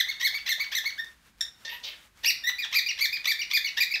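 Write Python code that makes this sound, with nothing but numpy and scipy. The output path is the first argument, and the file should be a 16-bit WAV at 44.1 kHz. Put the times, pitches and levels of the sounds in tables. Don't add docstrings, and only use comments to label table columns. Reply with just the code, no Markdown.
import sys
import numpy as np
from scipy import signal
from scipy.fft import rfft, irfft
from scipy.io import wavfile
from scipy.ndimage import uniform_filter1d

SR = 44100
rng = np.random.default_rng(int(sys.argv[2]) if len(sys.argv) > 2 else 0)


def level_to_linear(level):
    exponent = np.asarray(level, float) / 20
    return 10 ** exponent


def wrap_up_sound(samples):
    columns = np.atleast_2d(samples).T
    tamed = np.clip(columns, -1, 1)
    steps = np.round(tamed * 32767).astype(np.int16)
    wavfile.write(sys.argv[1], SR, steps)


N = 176400

# (roughness [0-1], breath [dB])
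CLEAR, HUSKY, HARSH, RAW = (.3, -22), (.4, -16), (.6, -10), (1.2, -3)


def coloured(x, points):
    hz, db = np.transpose(points)
    f = np.maximum(np.arange(len(x) // 2 + 1) * SR / len(x), 1)
    return irfft(rfft(x) * level_to_linear(np.interp(np.log(f), np.log(hz), db)), len(x))


def wander(size, hz):
    span = int(SR / hz)
    x = uniform_filter1d(uniform_filter1d(rng.standard_normal(N // 8), span), span)
    return x[:size] / x.std()


def add(out, start, x):
    i = int(start * SR)
    x = x[max(-i, 0):]
    i = max(i, 0)
    out[i:i + len(x)] += x[:N - i]


def resonance(x, hz, width):
    r = np.exp(-np.pi * width / SR)
    gain = (1 - r * r) / 2
    return signal.lfilter(np.array([1, 0, -1]) * gain, [1, -2 * r * np.cos(2 * np.pi * hz / SR), r * r], x)


def highpass(x, hz):
    return signal.sosfilt(signal.butter(4, hz, "high", fs=SR, output="sos"), x)


def song():
    # (frequency [Hz], width [Hz], level [dB])
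    pipe_modes = [(1766, 390, -1), (2414, 615, 0), (3515, 520, 5.5), (4830, 960, 0), (5818, 720, 0),
                  (8050, 1400, -9.5), (12570, 3730, -11)]
    voice = long_chirps() + short_chirps() + flicks() + runups() + puffs() + level_notes() + mutter()
    voice = voice + 1e-18
    pipe = np.zeros(N)
    for k, (hz, width, db) in enumerate(pipe_modes):
        pipe += (-1) ** k * level_to_linear(db) * resonance(voice, hz, width)
    leak = resonance(voice, 583, 192) + level_to_linear(-5.0) * resonance(voice, 1074, 470)
    return highpass(pipe, 1490) + level_to_linear(-14) * highpass(leak, 450)


def long_chirps():
    # (time [s], second overtone [Hz], effort [dB])
    contours = [
        [(0.242, 4015, -23), (0.246, 4010, -25), (0.256, 4484, -20), (0.262, 4356, -21), (0.272, 3550, -26),
         (0.278, 3310, -23)],
        [(0.486, 3680, -23), (0.5, 4346, -21), (0.512, 4180, -23.5), (0.526, 3545, -24), (0.529, 3550, -23.5)],
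        [(0.746, 3700, -20), (0.75, 3740, -19), (0.756, 4100, -25.5), (0.764, 4256, -24.5),
         (0.787, 3445, -23.5)],
        [(2.744, 3770, -16), (2.748, 3768, -23), (2.758, 4780, -23), (2.764, 4877, -21.5), (2.782, 4525, -23),
         (2.796, 3740, -25.5)],
        [(3.004, 4200, -22), (3.012, 4224, -23), (3.022, 4654, -21.5), (3.036, 4620, -24.5),
         (3.046, 4290, -24.5), (3.059, 3510, -24.5)],
        [(3.266, 3661, -22.5), (3.284, 4465, -22.5), (3.296, 4756, -24), (3.306, 4703, -24.5),
         (3.316, 3710, -24.5), (3.322, 3530, -24)],
        [(3.53, 3980, -21), (3.542, 4830, -21.5), (3.548, 4890, -23.5), (3.564, 4517, -21),
         (3.574, 3590, -26.5), (3.577, 3460, -20.5)],
        [(3.801, 4120, -13), (3.809, 4913, -22), (3.815, 4875, -19.5), (3.825, 4596, -24), (3.833, 3940, -24),
         (3.837, 3840, -23)],
    ]
    chirp_trims = [-1, -3, -2.5, 0.0, 0.0, -0.5, -0.5, 0.0]
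    # (time of top [s], rise [s], fall [s], top [Hz], level [dB])
    opening = [
        (-.010, 0.017, .024, 2190, -22.5),
    ]
    # (time of top [s], rise [s], fall [s], top [Hz], level [dB])
    peaked = [
        (2.281, .034, 0.029, 2877, -22),
    ]
    snap_s, snap_share = .004, .88
    out = np.zeros(N)
    for rows, trim_db in zip(contours, chirp_trims):
        last_s, last_hz, last_db = rows[-1]
        s, second, db = np.transpose(list(rows) + [(last_s + snap_s, last_hz * snap_share, last_db)])
        t = np.arange(s[0], s[-1], 1 / SR)
        pitch = uniform_filter1d(np.interp(t, s, second / 2), size=200, mode="nearest")
        effort_db = trim_db + np.interp(t, s, db)
        add(out, s[0], syrinx(pitch, effort_db, 0.008, 0.0048, tilt_db=-0.5, first_db=2.0, third_db=-3.5,
                              grain=CLEAR, hiss_db=-19))
    out += arches(opening, 0.68, .68, 2.2, 2.5, 0.31, 0.078, tilt_db=-1.0, first_db=3.5, third_db=-2.0,
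                  grain=CLEAR, hiss_db=-25)
    out += arches(peaked, .62, 0.62, 1.4, 1.9, 0.49, 0.09, tilt_db=0.5, third_db=-4.0,
                  grain=CLEAR, hiss_db=-44)
    return out


def short_chirps():
    # (time of top [s], rise [s], fall [s], top [Hz], level [dB])
    short_rows = [
        (.096, 0.016, 0.011, 2198, -25.5),
        (.359, 0.026, 0.013, 2283, -26.5),
        (.613, 0.021, 0.012, 2247, -22.5),
        (.875, 0.03, 0.0063, 2231, -24),
        (2.594, 0.013, 0.02, 2456, -27),
        (2.867, .009, 0.019, 2430, -28),
        (3.137, .017, .013, 2472, -25.5),
        (3.397, 0.0094, 0.02, 2353, -27.5),
        (3.652, 0.0097, 0.019, 2288, -23.5),
        (3.918, 0.014, 0.015, 2360, -25),
    ]
    # (time of top [s], rise [s], fall [s], top [Hz], level [dB])
    soft_rows = [
        (.998, .023, 0.0213, 1831, -34),
    ]
    out = arches(short_rows, .74, .82, 2.575, 2.2, 0.6, .45, tilt_db=-5.0, third_db=-2.0,
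                 grain=CLEAR, hiss_db=-19.5)
    out += arches(soft_rows, 0.74, 0.92, 2.47, 2.3, 0.31, 0.82, tilt_db=-6.5, first_db=7.0,
                  grain=CLEAR, hiss_db=-19)
    return out


def flicks():
    # (time of top [s], rise [s], fall [s], top [Hz], level [dB])
    flick_rows = [(.113, 0.0033, 0.019, 1856, -37), (.373, 0.0024, 0.021, 1820, -40.5),
                  (.632, 0.005, 0.018, 2050, -34), (.892, .004, 0.02, 2010, -37),
                  (2.49, 0.0044, 0.014, 1960, -31), (2.627, 0.0065, 0.031, 1950, -29.5),
                  (2.894, .01, 0.025, 2895, -25), (3.160, 0.0054, 0.016, 2390, -31),
                  (3.419, 0.0046, 0.019, 2890, -27), (3.675, 0.0064, 0.019, 2960, -28.5),
                  (3.943, 0.0058, 0.02, 2643, -23.5)]
    return arches(flick_rows, 0.97, 0.56, 2.04, 1.5, 0.47, 0.24, tilt_db=-3.0, third_db=-7, dull_hz=9000,
                  grain=HUSKY, hiss_db=-27.5)


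def runups():
    # (start [s], length [s], first pitch [Hz], last pitch [Hz], level [dB])
    runup_rows = [
        (.192, 0.037, 863, 1092, -30.5),
        (.451, 0.041, 646, 1530, -31.5),
        (.706, 0.041, 576.3, 1504, -30.5),
        (2.224, 0.028, 764, 985, -29.5),
        (2.708, 0.045, 800, 1395, -29.5),
        (2.972, 0.033, 762, 1354, -27.5),
        (3.237, .032, 752, 1460, -27.5),
        (3.497, 0.03, 791, 1366, -26.5),
        (3.76, 0.038, 857, 1008, -30),
    ]
    return glides(runup_rows, .022, 0.0021, tilt_db=-4.0, dull_hz=9340, first_db=-4.0, grain=RAW, hiss_db=-49)


def puffs():
    # (start [s], length [s], first pitch [Hz], last pitch [Hz], level [dB])
    puff_rows = [
        (.066, 0.018, 580, 1390, -37),
        (.326, 0.03, 590, 1405, -36.5),
        (.577, 0.034, 576, 1430, -34),
        (.837, 0.012, 577, 1370, -30),
        (.304, 0.0082, 1360, 600, -35),
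        (.66, 0.018, 1403, 790, -36),
        (2.492, 0.0125, 1395, 593, -29),
        (2.645, 0.018, 1323, 587, -33.5),
        (3.962, 0.015, 980, 688, -34),
    ]
    return glides(puff_rows, .005, .005, tilt_db=-12, grain=HARSH, hiss_db=-32)


def level_notes():
    # (start [s], length [s], first pitch [Hz], last pitch [Hz], level [dB])
    level_rows = [
        (2.432, .034, 1800, 1870, -32),
        (3.765, 0.032, 1600, 2020, -28.5),
        (.222, .028, 1860, 2040, -25.5),
        (.196, 0.0239, 1730, 1990, -33),
        (2.464, 0.032, 1940, 1990, -23.5),
        (.712, 0.0193, 1300, 1900, -32.5),
        (.455, 0.027, 2300, 1700, -35),
    ]
    return glides(level_rows, 0.011, 0.0022, tilt_db=-3.5, first_db=4.0, grain=CLEAR, hiss_db=-16)


def mutter():
    # (start [s], length [s], first pitch [Hz], last pitch [Hz], level [dB])
    mutter_rows = [
        (1.648, .068, 900, 933, -30.5),
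        (1.712, .068, 943, 993, -40),
    ]
    husky = glides(mutter_rows[:1], 0.0033, 0.019, tilt_db=-7.5, first_db=-9.0, third_db=-9,
                   grain=HUSKY, hiss_db=-41, dull_hz=8000)
    dull = glides(mutter_rows[1:], 0.0097, 0.041, tilt_db=0.0, first_db=8.0,
                  grain=HARSH, hiss_db=-18, dull_hz=3300)
    return husky + dull


def arches(rows, from_share, to_share, rise_power, fall_power, attack_share, release_share, **voice):
    out = np.zeros(N)
    for top, rise, fall, hz, db in rows:
        t = np.arange(-rise, fall, 1 / SR)
        climb = (1 - from_share) * abs(t / rise) ** rise_power
        drop = (1 - to_share) * abs(t / fall) ** fall_power
        pitch = hz * (1 - np.where(t < 0, climb, drop))
        add(out, top - rise, syrinx(pitch, db, attack_share * rise, release_share * fall, **voice))
    return out


def glides(rows, attack, release, **voice):
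    out = np.zeros(N)
    for start, length, first, last, db in rows:
        pitch = np.linspace(first, last, int(length * SR))
        add(out, start, syrinx(pitch, db, attack, release, **voice))
    return out


def syrinx(pitch, db, attack, release, tilt_db, grain, hiss_db, dull_hz=20000, first_db=0.0, third_db=0.0):
    n = len(pitch)
    rough, breath_db = grain
    t = np.arange(n) / SR
    phase = 2 * np.pi * np.cumsum(pitch * (1 + .04 * rough * wander(n, 700))) / SR
    k = np.arange(1, 19)[:, None]
    flutter_db = 3.0 * np.resize(wander(N, 500), (len(k), n)) * np.where(k == 1, 1 / 3, 1)
    level_db = tilt_db * np.log2(k) + first_db * (k == 1) + third_db * (k == 3) + flutter_db
    audible = k * pitch < .36 * SR
    dulling = 1 + (k * pitch / dull_hz) ** 8
    tone = np.sum(level_to_linear(level_db) * np.sin(k * phase) * audible / dulling, axis=0)
    noise = rng.standard_normal(n + 4)
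    hiss = np.diff(noise, 4)
    breath = (level_to_linear(breath_db) * noise[:n] + level_to_linear(hiss_db) * hiss) * (1 + np.cos(phase))
    shape = np.clip(t / attack, 0, 1) * np.clip((t[-1] - t) / release, 0, 1)
    tremble = level_to_linear(db + 3.5 * rough * wander(n, 300))
    return tremble * np.sin(shape * np.pi / 2) ** 2 * (tone + breath)


def chip():
    # (time of top [s], rise [s], fall [s], top [Hz], level [dB])
    chip_rows = [
        (1.4103, .0025, 0.00685, 1866, -17.5),
    ]
    beak_band = [1600, 10500]
    x = arches(chip_rows, 0.97, 0.83, 1.85, 2.36, 1.0, 0.49, tilt_db=-2.5, first_db=-13.0, third_db=2.0,
               grain=HUSKY, hiss_db=-58, dull_hz=11500)
    return signal.sosfilt(signal.butter(2, beak_band, "band", fs=SR, output="sos"), x + 1e-18)


def rasps():
    # (start [s], length [s], first resonance [Hz], last resonance [Hz], level [dB])
    rasp_rows = [
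        (1.648, 0.035, 4400, 4250, -37.5),
        (1.686, 0.11, 2940, 2640, -39),
        (1.829, 0.13, 4230, 2060, -34.5),
    ]
    rasp_hiss_levels = [-41, -9, -21.5]
    rasp_hiss_widths = [2000, 2000, 7000]
    clicks_per_s, sharpness = 900, .25
    out = np.zeros(N)
    for (start, length, first, last, db), hiss_db, wide in zip(rasp_rows, rasp_hiss_levels, rasp_hiss_widths):
        u = np.arange(int(length * SR)) / length / SR
        chance, height = rng.random((2, len(u)))
        clicks = (chance < clicks_per_s / SR) * (height - .5) + 0.12 * (height - .5)
        centre = first * (last / first) ** u
        x = np.zeros(len(u))
        for hz in np.geomspace(540, 8000, 18):
            band = resonance(resonance(clicks, hz, sharpness * hz), hz, sharpness * hz)
            spill = .04 * (1 - u) ** 2 if hz > first else .2
            x += band * (np.exp(-(np.log(hz / centre) / .24) ** 2) + spill)
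        hiss_hz = 12300 + wide / 4
        hiss = resonance(resonance(clicks, hiss_hz, wide), hiss_hz, wide)
        x += level_to_linear(hiss_db) * hiss * np.sin(np.pi * u ** 0.74)
        x = highpass(x, 450) * level_to_linear(2 * wander(len(u), 990))
        envelope = np.minimum(u / .1, 1) * level_to_linear(-11 * u) * (1 - u ** 4)
        add(out, start, level_to_linear(db) * x / x.std() * envelope)
    return out


def ticks():
    # (time [s], peak level [dB])
    tick_rows = [
        (1.0457, -25.5),
        (1.385, -36),
        (1.8014, -40),
        (2.1743, -35.5),
    ]
    out = np.zeros(N)
    decay = np.exp(-np.arange(80) / SR / 0.00029)
    for s, db in tick_rows:
        add(out, s, level_to_linear(db + 0.5) * rng.standard_normal(80) * decay)
    return resonance(out + 1e-18, 4900, 6600)


def hall(x):
    # (delay [s], level [dB])
    echo_rows = [
        (.0055, -12.5),
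        (.015, -11),
    ]
    low_t60_s, high_t60_s, gap_s = 0.35, 0.25, 0.0022
    t = np.arange(SR // 2) / SR
    noise = rng.standard_normal(len(t))
    low = signal.sosfilt(signal.butter(2, 7400, fs=SR, output="sos"), noise)
    tail = low * level_to_linear(-60 * t / low_t60_s) + (noise - low) * level_to_linear(-60 * t / high_t60_s)
    tail *= np.clip(t / gap_s - 1, 0, 1)
    tail *= level_to_linear(-5) / np.sqrt(np.sum(tail ** 2))
    for s, db in echo_rows:
        tail[int(s * SR)] += level_to_linear(db)
    return signal.fftconvolve(x, tail)[:N]


def microphone(x):
    # (frequency [Hz], level [dB])
    mic_curve = [(400, 3), (6000, -1.5), (9400, -13), (10150, -33), (11100, -5.5), (12200, 2.5),
                 (13400, -9.5), (15800, 1)]
    return coloured(x, mic_curve)


def room_noise():
    # (frequency [Hz], level per Hz [dB])
    noise_curve = [(30, -16), (48, 1.5), (90, -9), (220, -10), (400, -15), (850, -13.5), (1500, -8),
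                   (15500, -25)]
    noise = coloured(rng.standard_normal(N), noise_curve)
    return level_to_linear(-57) * noise / noise.std()


def scene():
    bird = song() + chip() + rasps() + ticks()
    return (microphone(bird + hall(bird)) + room_noise())[None]


def low_pass(x):
    return signal.sosfilt(signal.butter(12, 15920, fs=SR, output="sos"), x)


def record(dry):
    # (time [s], length [s], level [dB])
    clamp_rows = [
        (1.195, 0.066, -7),
        (1.345, 0.052, -9.5),
        (1.544, 0.055, -5.5),
        (2.123, 0.043, -10),
    ]
    t = np.arange(N) / SR
    clamp = level_to_linear(sum(db * np.exp(-((t - s) / length) ** 4) for s, length, db in clamp_rows))
    low = signal.sosfiltfilt(signal.butter(2, 300, fs=SR, output="sos"), dry)
    reduced = low + clamp * (dry - low)
    mix = signal.sosfilt(signal.cheby2(20, 60, 16030, fs=SR, output="sos"), reduced)
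    return low_pass(mix)


dry = scene()
out = record(dry)
wrap_up_sound(out)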